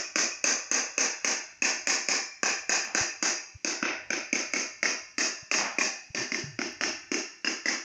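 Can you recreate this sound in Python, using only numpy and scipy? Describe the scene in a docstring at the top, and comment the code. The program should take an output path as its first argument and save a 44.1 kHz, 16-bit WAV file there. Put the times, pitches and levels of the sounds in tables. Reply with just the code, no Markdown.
"""A large bare room, where a tiler beds ceramic floor tiles with quick taps of a hard tool.
Each tap is a short dead clack: the tile's modes ring for milliseconds before wet mortar soaks them up.
Ceiling and walls throw it back, then the room rings for half a second. Under it lie faint air and
the rumble of a hand-held microphone, which also picks up a few soft bumps. Two duller knocks come
from farther off, the first small and with a bright click; a lone faint tick follows later."""
import sys
import numpy as np
from scipy import signal
from scipy.fft import rfft, irfft
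from scipy.io import wavfile
from scipy.ndimage import uniform_filter1d, minimum_filter1d

SR = 44100
rng = np.random.default_rng(int(sys.argv[2]) if len(sys.argv) > 2 else 0)


def generate_wav(signal):
    """Clip the signal to [-1, 1] and save it as 16-bit WAV at the path in sys.argv[1]."""
    frames = np.transpose(np.atleast_2d(signal))
    scaled = np.clip(frames, -1, 1) * 32767
    pcm = np.round(scaled).astype(np.int16)
    wavfile.write(sys.argv[1], SR, pcm)


N = 345730
SIZE = 24576  # samples in one hit with its tail
HZ, TIME = np.fft.rfftfreq(SIZE, 1 / SR), np.arange(SIZE) / SR


def amp(db):
    """Decibels to gain."""
    return 10 ** (np.asarray(db) / 20)


def curve(points, hz=HZ):
    """Breakpoints joined by straight lines on a log-frequency axis."""
    freqs, values = np.transpose(points)
    return np.interp(np.log(hz + 1), np.log(freqs + 1), values)


def follow(automation, s):
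    """The value of each automation lane at time s."""
    times, *lanes = np.transpose(automation)
    return [np.interp(s, times, lane) for lane in lanes]


def add(mix, s, sound):
    """Mixes a sound in at time s."""
    start = round(s * SR)
    sound = sound[max(-start, 0):]
    part = mix[max(start, 0):][:len(sound)]
    part += sound[:len(part)]


def bell(hz, width):
    """A resonance curve of height 1."""
    return 1 / (1 + (2 * (HZ - hz) / width) ** 2)


def ripple(width_hz):
    """A random EQ curve of unit spread, with lumps about this wide."""
    smoothing = np.exp(-(np.arange(len(HZ)) * width_hz / SR * np.pi / 2) ** 2)
    lumps = irfft(rfft(rng.standard_normal(SIZE)) * smoothing)[:len(HZ)]
    return lumps / lumps.std()


def eq(db):
    """The minimum-phase response that has this gain."""
    log_gain = np.log(amp(np.r_[db, db[-2:0:-1]]))
    return np.exp(np.conj(signal.hilbert(log_gain)))[:len(db)]


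def delay(s):
    """The response of a plain delay."""
    return np.exp(-2j * np.pi * HZ * s)


# tone of a struck tile on wet mortar (frequency [Hz], gain [dB])
TILE_EQ = [(50, -23), (140, -6.5), (220, 13.5), (320, 18.5), (450, 12), (900, 11.5), (1400, 10.5),
           (1750, 15.5), (2650, 13), (3050, 4), (3700, 0.5), (4350, 4), (4900, 13), (6400, 16)]
# steep roll-off above the clink (frequency [Hz], gain [dB])
TILE_ROLLOFF = [(6400, 1), (7000, -8), (7600, -20.5), (8500, -33), (10000, -45.5), (14000, -50.5),
                (15300, -44)]
def tile_tone(force_db, hardness_db):
    """One blow's spectrum in dB: force barely lifts the thud; a hard contact lifts the edge most."""
    thud = 0.5 + 0.042 * force_db
    body = force_db + 0.03 + 0.05 * hardness_db
    clink = force_db + 1.5 + 0.49 * hardness_db
    edge = force_db + hardness_db
    colour = [(350, thud), (550, body), (1150, body), (1650, force_db), (3000, force_db),
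              (4700, clink), (6000, clink), (7000, edge)]
    return curve(TILE_EQ) + curve(TILE_ROLLOFF) + curve(colour)


def tile_waves(spread_s=0.002181, decay_s=0.001):
    """Bending waves leave the tile treble first, and scatter between its edges until mortar damps them."""
    travel_s = spread_s / np.sqrt(1 + HZ / 1500)
    bending = np.exp(-2j * np.pi * np.cumsum(travel_s) * HZ[1])
    bounces = rng.standard_normal(SIZE) * TIME * np.exp(-TIME / decay_s)
    return (bending + rfft(bounces) / np.linalg.norm(bounces)) / np.sqrt(2)


# tone of the direct path along the floor (frequency [Hz], gain [dB])
DIRECT_EQ = [(130, 1.5), (300, 2), (430, -6.5), (570, 6.5), (860, -20), (1150, -1.5), (1800, -3.5),
             (2600, 3.5), (3600, -15), (5000, -0.5), (5600, -17), (6400, -1), (9000, 6)]
# tone of the ceiling slap (frequency [Hz], gain [dB])
CEILING_EQ = [(300, -8), (900, 2.5), (1500, 7), (2400, 6), (3500, 1.5), (5000, -6.5), (9000, 5.5)]
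# early reflections off the walls (delay [s], level [dB], treble cut [dB])
WALL_ECHOES = [(.0046, -18.5, 12), (.0105, -27.5, 4.5), (0.0195, -27.5, -7.5), (0.0295, -15.5, 0),
               (0.034, -16.5, 1), (.0522, -22.5, 7)]
# as the microphone turns away, the direct path dulls and the ceiling comes forward
# (time [s], direct level [dB], direct treble shelf [dB], ceiling level [dB])
MIC_TURN = [(0, -5.5, -4.5, -20), (3.2, -5, -5, -19.5), (4.2, -3.5, -5, -12), (4.55, -6.5, -1, -16.5),
            (5.2, -8.5, -7, -16.5), (5.8, -6.5, -11, -15.5), (6.75, -3, -9, -9.5), (7.45, -7, -14, -16)]
def early_paths(s, shelf_hz=3800, ceiling_s=0.0258, wall_db=-2.5):
    """The ways a tap at time s reaches the microphone: direct, off the ceiling and off the walls."""
    direct_db, shelf_db, ceiling_db = follow(MIC_TURN, s)
    shelf = HZ ** 2 / (HZ ** 2 + shelf_hz ** 2)
    direct = amp(direct_db + shelf_db * shelf) * eq(curve(DIRECT_EQ))
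    ceiling = amp(ceiling_db) * eq(curve(CEILING_EQ)) * delay(ceiling_s)
    walls = sum(delay(lag) * amp(db - cut * HZ / (HZ + 1500)) for lag, db, cut in WALL_ECHOES)
    return direct + ceiling + amp(wall_db) * walls


# reverb time of the bare room (frequency [Hz], base T60 [s])
ROOM_DECAY = [(150, 0.2), (300, 0.28), (700, 0.39), (1800, 0.49), (2600, 0.47), (3700, 0.37), (5200, 0.46),
              (6800, 0.41), (10000, 0.17)]
# narrow room resonances; the boosted ones hang on longer (frequency [Hz], width [Hz], gain [dB])
ROOM_MODES = [(234, 16, 0.5), (308, 12, -3), (344, 51, 1.5), (478, 30, 1.5), (625.3, 25, 7), (687, 5, -0.5),
              (775, 30, 3), (1430, 37, 2), (1710, 25, -3.5), (1755, 54, 3.5), (2674, 140, 3), (4856, 92, 3),
              (6700, 9.7, 0.5), (7070, 29, 1.5)]
ROOM_MODES_DB = sum(db * bell(hz, width) for hz, width, db in ROOM_MODES)
def room_tail(ring_hz, boom_hz, thin_db=-3, bloom_s=0.032, hold_s=0.076):
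    """Reverb spectrum: thin until the ceiling answers, it holds, then dies; ring and boom linger."""
    linger = 1 + 0.066 * ROOM_MODES_DB + 0.11 * bell(ring_hz, 130) + 0.18 * bell(boom_hz, 60)
    t60 = curve(ROOM_DECAY) * linger * np.exp(0.18 * ripple(110))
    hz, t, bands = signal.stft(rng.standard_normal(SIZE), SR, nperseg=1024)
    decay = amp(-60 * np.maximum(t - hold_s, 0) / np.interp(hz, HZ, t60)[:, None])
    tail = signal.istft(bands * decay, SR, nperseg=1024)[1][:SIZE]
    attack = np.minimum(TIME / 0.00067, 1)
    bloom = amp(thin_db * np.clip((bloom_s - TIME) / 0.0031, 0, 1))
    spectrum = rfft(tail * attack * bloom)
    return spectrum / np.sqrt(uniform_filter1d(abs(spectrum) ** 2, size=160))  # flatten the broad tone


# the tile's modes drift as the tool moves over it; the main mode is the one that feeds the reverb
# (time [s], main mode [Hz], knock [Hz], ping [Hz], ping boost [dB])
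TILE_MODES = [(0, 2510, 1530, 6090, 15), (1.7, 2310, 1800, 6500, 3.5), (3.2, 2540, 1478, 6450, 9),
              (4.6, 2350, 1590, 6360, 9.5), (5.2, 2580, 1380, 4700, 11), (5.8, 2640, 1070, 4670, -3),
              (6.2, 2880, 1790, 4880, 11), (6.8, 2740, 1230, 5120, 11.5), (7.6, 2780, 1680, 5130, 14)]
# the lowest mode booms more where the mortar leaves a hollow (time [s], pitch [Hz], boost [dB])
HOLLOW_BOOM = [(0, 302, -0.5), (2.9, 280, -2), (3.65, 280, -2), (4.1, 310, 0.5), (6.1, 353, 1),
               (6.8, 343, 2), (7.12, 381, 6.5), (7.7, 358, 0)]
# the tiler's blows (time [s], force [dB], contact hardness [dB], ring pitch [Hz], ring boost [dB])
TAPS = [(-0.115, 0.5, 3.5, 2580, -4), (0.1582, -0.5, 5, 2530, 12.5), (0.4413, 1, 4.5, 2600, 8),
        (0.7146, 0, 4, 2637, 12.5), (0.98, 0.5, 4.5, 2640, 9.5), (1.2461, -0.5, 5, 2800, 9.5),
        (1.6217, 0.5, 4.5, 2600, 9), (1.8723, 0.5, 6.5, 2560, 5.5), (2.0864, 0.5, 3.5, 2180, 4),
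        (2.4318, 0.5, 2, 2520, 8.5), (2.6944, 0.5, 4.5, 2503, 11), (2.9491, -0.5, 4, 2480, 10),
        (3.2264, -0.5, 5, 2410, 8), (3.647, -4, 2, 2480, 6), (3.8271, 1.5, -22, 2220, 5.5),
        (4.1048, -3, -7.5, 2350, 13), (4.3293, -3, -1, 2285, 20), (4.5359, -3, 1.5, 2250, 16),
        (4.8296, -0.5, -1, 2130, 13.5), (5.182, -1, 6, 2670, 9.5), (5.514, 0, 4.5, 2730, 6.5),
        (5.785, -1, 4.5, 2420, 10), (6.1479, -4, -0.5, 2200, 5), (6.3192, -7, 0.5, 2060, 9),
        (6.59, -6.5, -5, 2110, 12.5), (6.8108, -0.5, -4, 2170, 2), (7.1168, -4.5, 0.5, 2727, 15),
        (7.446, -4, -1.5, 2820, 19.5), (7.6578, -1.5, -1, 2040, 12.5)]
def tile_taps(main_db=4.5, knock_db=6, weak_db=2, spot_db=1.77, reverb_db=-2.5, crossfade_s=0.45):
    """Each blow briefly rings a few damped modes of the tile, coloured by where the tool lands."""
    out = np.zeros(N)
    spare_lows = np.minimum(HZ / 700, 1)
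    # the tail and the tile's many weak modes change as tool and microphone move
    keyframes = np.linspace(0, N / SR, num=16)
    tails = np.array([room_tail(follow(TILE_MODES, s)[0], follow(HOLLOW_BOOM, s)[0]) for s in keyframes])
    weak_modes_db = weak_db * np.array([ripple(130) for _ in keyframes]) * spare_lows
    for s, force_db, hardness_db, ring_hz, ring_db in TAPS:
        main_hz, knock_hz, ping_hz, ping_db = follow(TILE_MODES, s)
        boom_hz, boom_db = follow(HOLLOW_BOOM, s)
        blend = np.exp(-((keyframes - s) / crossfade_s) ** 2)
        blend /= np.linalg.norm(blend)
        blow_db = tile_tone(force_db, hardness_db) + boom_db * bell(boom_hz, 130) + blend @ weak_modes_db
        rings_db = knock_db * bell(knock_hz, 240) + ring_db * bell(ring_hz, 300)
        rings_db += ping_db * bell(ping_hz, 330)
        rings_db += spot_db * ripple(330) * spare_lows  # the struck spot favours some modes
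        # single paths keep the rings distinct; the room averages over all directions
        early = eq(blow_db + rings_db) * tile_waves() * early_paths(s)
        send_db = blow_db + main_db * bell(main_hz, 260) + 0.29 * rings_db + reverb_db
        late = eq(send_db + ROOM_MODES_DB) * (blend @ tails)
        add(out, s - 0.0008, irfft(early + late))
    return out


# tone of the room's still air (frequency [Hz], relative level [dB])
AIR_EQ = [(25, -28), (80, -10), (300, -3.5), (700, -20), (2400, -2.5), (3500, -19.5), (6000, -2),
          (8500, -32.5), (15000, -48.5)]
def room_air(rms_db=-63):
    """Room tone: a faint steady wash of shaped noise."""
    colour = amp(curve(AIR_EQ, np.fft.rfftfreq(N, 1 / SR)))
    wash = irfft(rfft(rng.standard_normal(N)) * colour, N)
    return amp(rms_db) * wash / wash.std()


# fader ride of the handling noise (time [s], level before trim [dB])
RUMBLE_RIDE = [(0.0, -75.5), (3.54, -86), (4.08, -70.5), (4.43, -78), (6.16, -84), (6.64, -68), (7.05, -64),
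               (7.18, -90), (7.84, -79)]
def hand_rumble(trim_db=3, band_hz=(55, 120), swell_db=4):
    """The hand on the microphone makes a faint rumble that comes and goes."""
    bandpass = signal.butter(2, band_hz, "bandpass", fs=SR, output="sos")
    rumble = signal.sosfilt(bandpass, rng.standard_normal(N))
    swell = np.interp(np.arange(N), np.linspace(0, N, num=70), rng.standard_normal(70))
    rumble *= amp(swell_db * swell)
    ride_db = follow(RUMBLE_RIDE, np.arange(N) / SR)[0]
    return amp(trim_db + ride_db) * rumble / rumble.std()


# the click of a small knock, and a lone tick later (time [s], level before the low cut [dB])
TICKS = [(2.849, -33), (6.725, -39)]
def bright_ticks(decay_s=0.0026, low_cut_hz=5000):
    """Faint bright ticks: tiny bursts of high-passed noise."""
    out = np.zeros(N)
    for s, db in TICKS:
        tick = rng.standard_normal(SIZE) * np.exp(-TIME / decay_s)
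        add(out, s, amp(db) * tick / np.linalg.norm(tick))
    return signal.sosfilt(signal.butter(2, low_cut_hz, "highpass", fs=SR, output="sos"), out)


# dull tone of a far knock (frequency [Hz], gain [dB])
KNOCK_EQ = [(100, -7), (240, 18.5), (400, 6), (750, 21), (1100, 18), (1600, 15.5), (2500, 17), (3500, -2),
            (6000, -9), (9000, -53)]
# knocks from across the room (time [s], gain [dB])
FAR_KNOCKS = [(2.85, -18), (5.587, -4)]
def far_knocks(early_db=-7, ceiling_s=0.025):
    """Distant knocks arrive mostly as reverb, after a weak direct hit and its ceiling slap."""
    out = np.zeros(N)
    early = amp(early_db) * (1 + delay(ceiling_s))
    for s, db in FAR_KNOCKS:
        late = room_tail(ring_hz=2500, boom_hz=240)
        add(out, s, irfft(eq(curve(KNOCK_EQ) + db) * (early + late)))
    return out


# bumps on the microphone (time [s], envelope peak [dB], pitch [Hz], half-length [s])
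MIC_BUMPS = [(3.015, -32.5, 108.7, 0.0065), (3.559, -38, 93, 0.0083), (5.432, -45, 124, 0.0055),
             (6.107, -40.5, 105, 0.0049), (6.208, -43, 125.7, 0.021), (6.444, -31, 140, 0.0058),
             (6.485, -39, 144, 0.03), (6.542, -46, 114, 0.027)]
def mic_bumps():
    """Bumps on the microphone make soft low thumps of a cycle or a few."""
    out = np.zeros(N)
    t = np.arange(N) / SR
    for s, db, hz, half_s in MIC_BUMPS:
        envelope = amp(db) * np.exp(-((t - s) / half_s) ** 2)
        out += envelope * np.cos(2 * np.pi * (hz * (t - s) + rng.random()))
    return out


def scene():
    """All sources at one microphone."""
    return (tile_taps() + room_air() + hand_rumble() + bright_ticks() + far_knocks() + mic_bumps())[None]


def record(dry, threshold_db=-10, release_db_per_s=500, high_cut_hz=16300):
    """A fast limiter holds down the sharpest peaks and lets go in milliseconds; then a steep high cut."""
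    over_db = np.maximum(20 * np.log10(abs(dry[0]) + 1e-9) - threshold_db, 0)
    release_db = np.arange(N) * release_db_per_s / SR
    reduction_db = np.maximum.accumulate(over_db + release_db) - release_db
    gain = uniform_filter1d(minimum_filter1d(amp(-reduction_db), size=60), size=60)
    lowpass = signal.firwin(511, high_cut_hz, window=("kaiser", 9), fs=SR)
    return signal.oaconvolve(dry * gain, lowpass[None], "same")


dry = scene()
out = record(dry)
generate_wav(out)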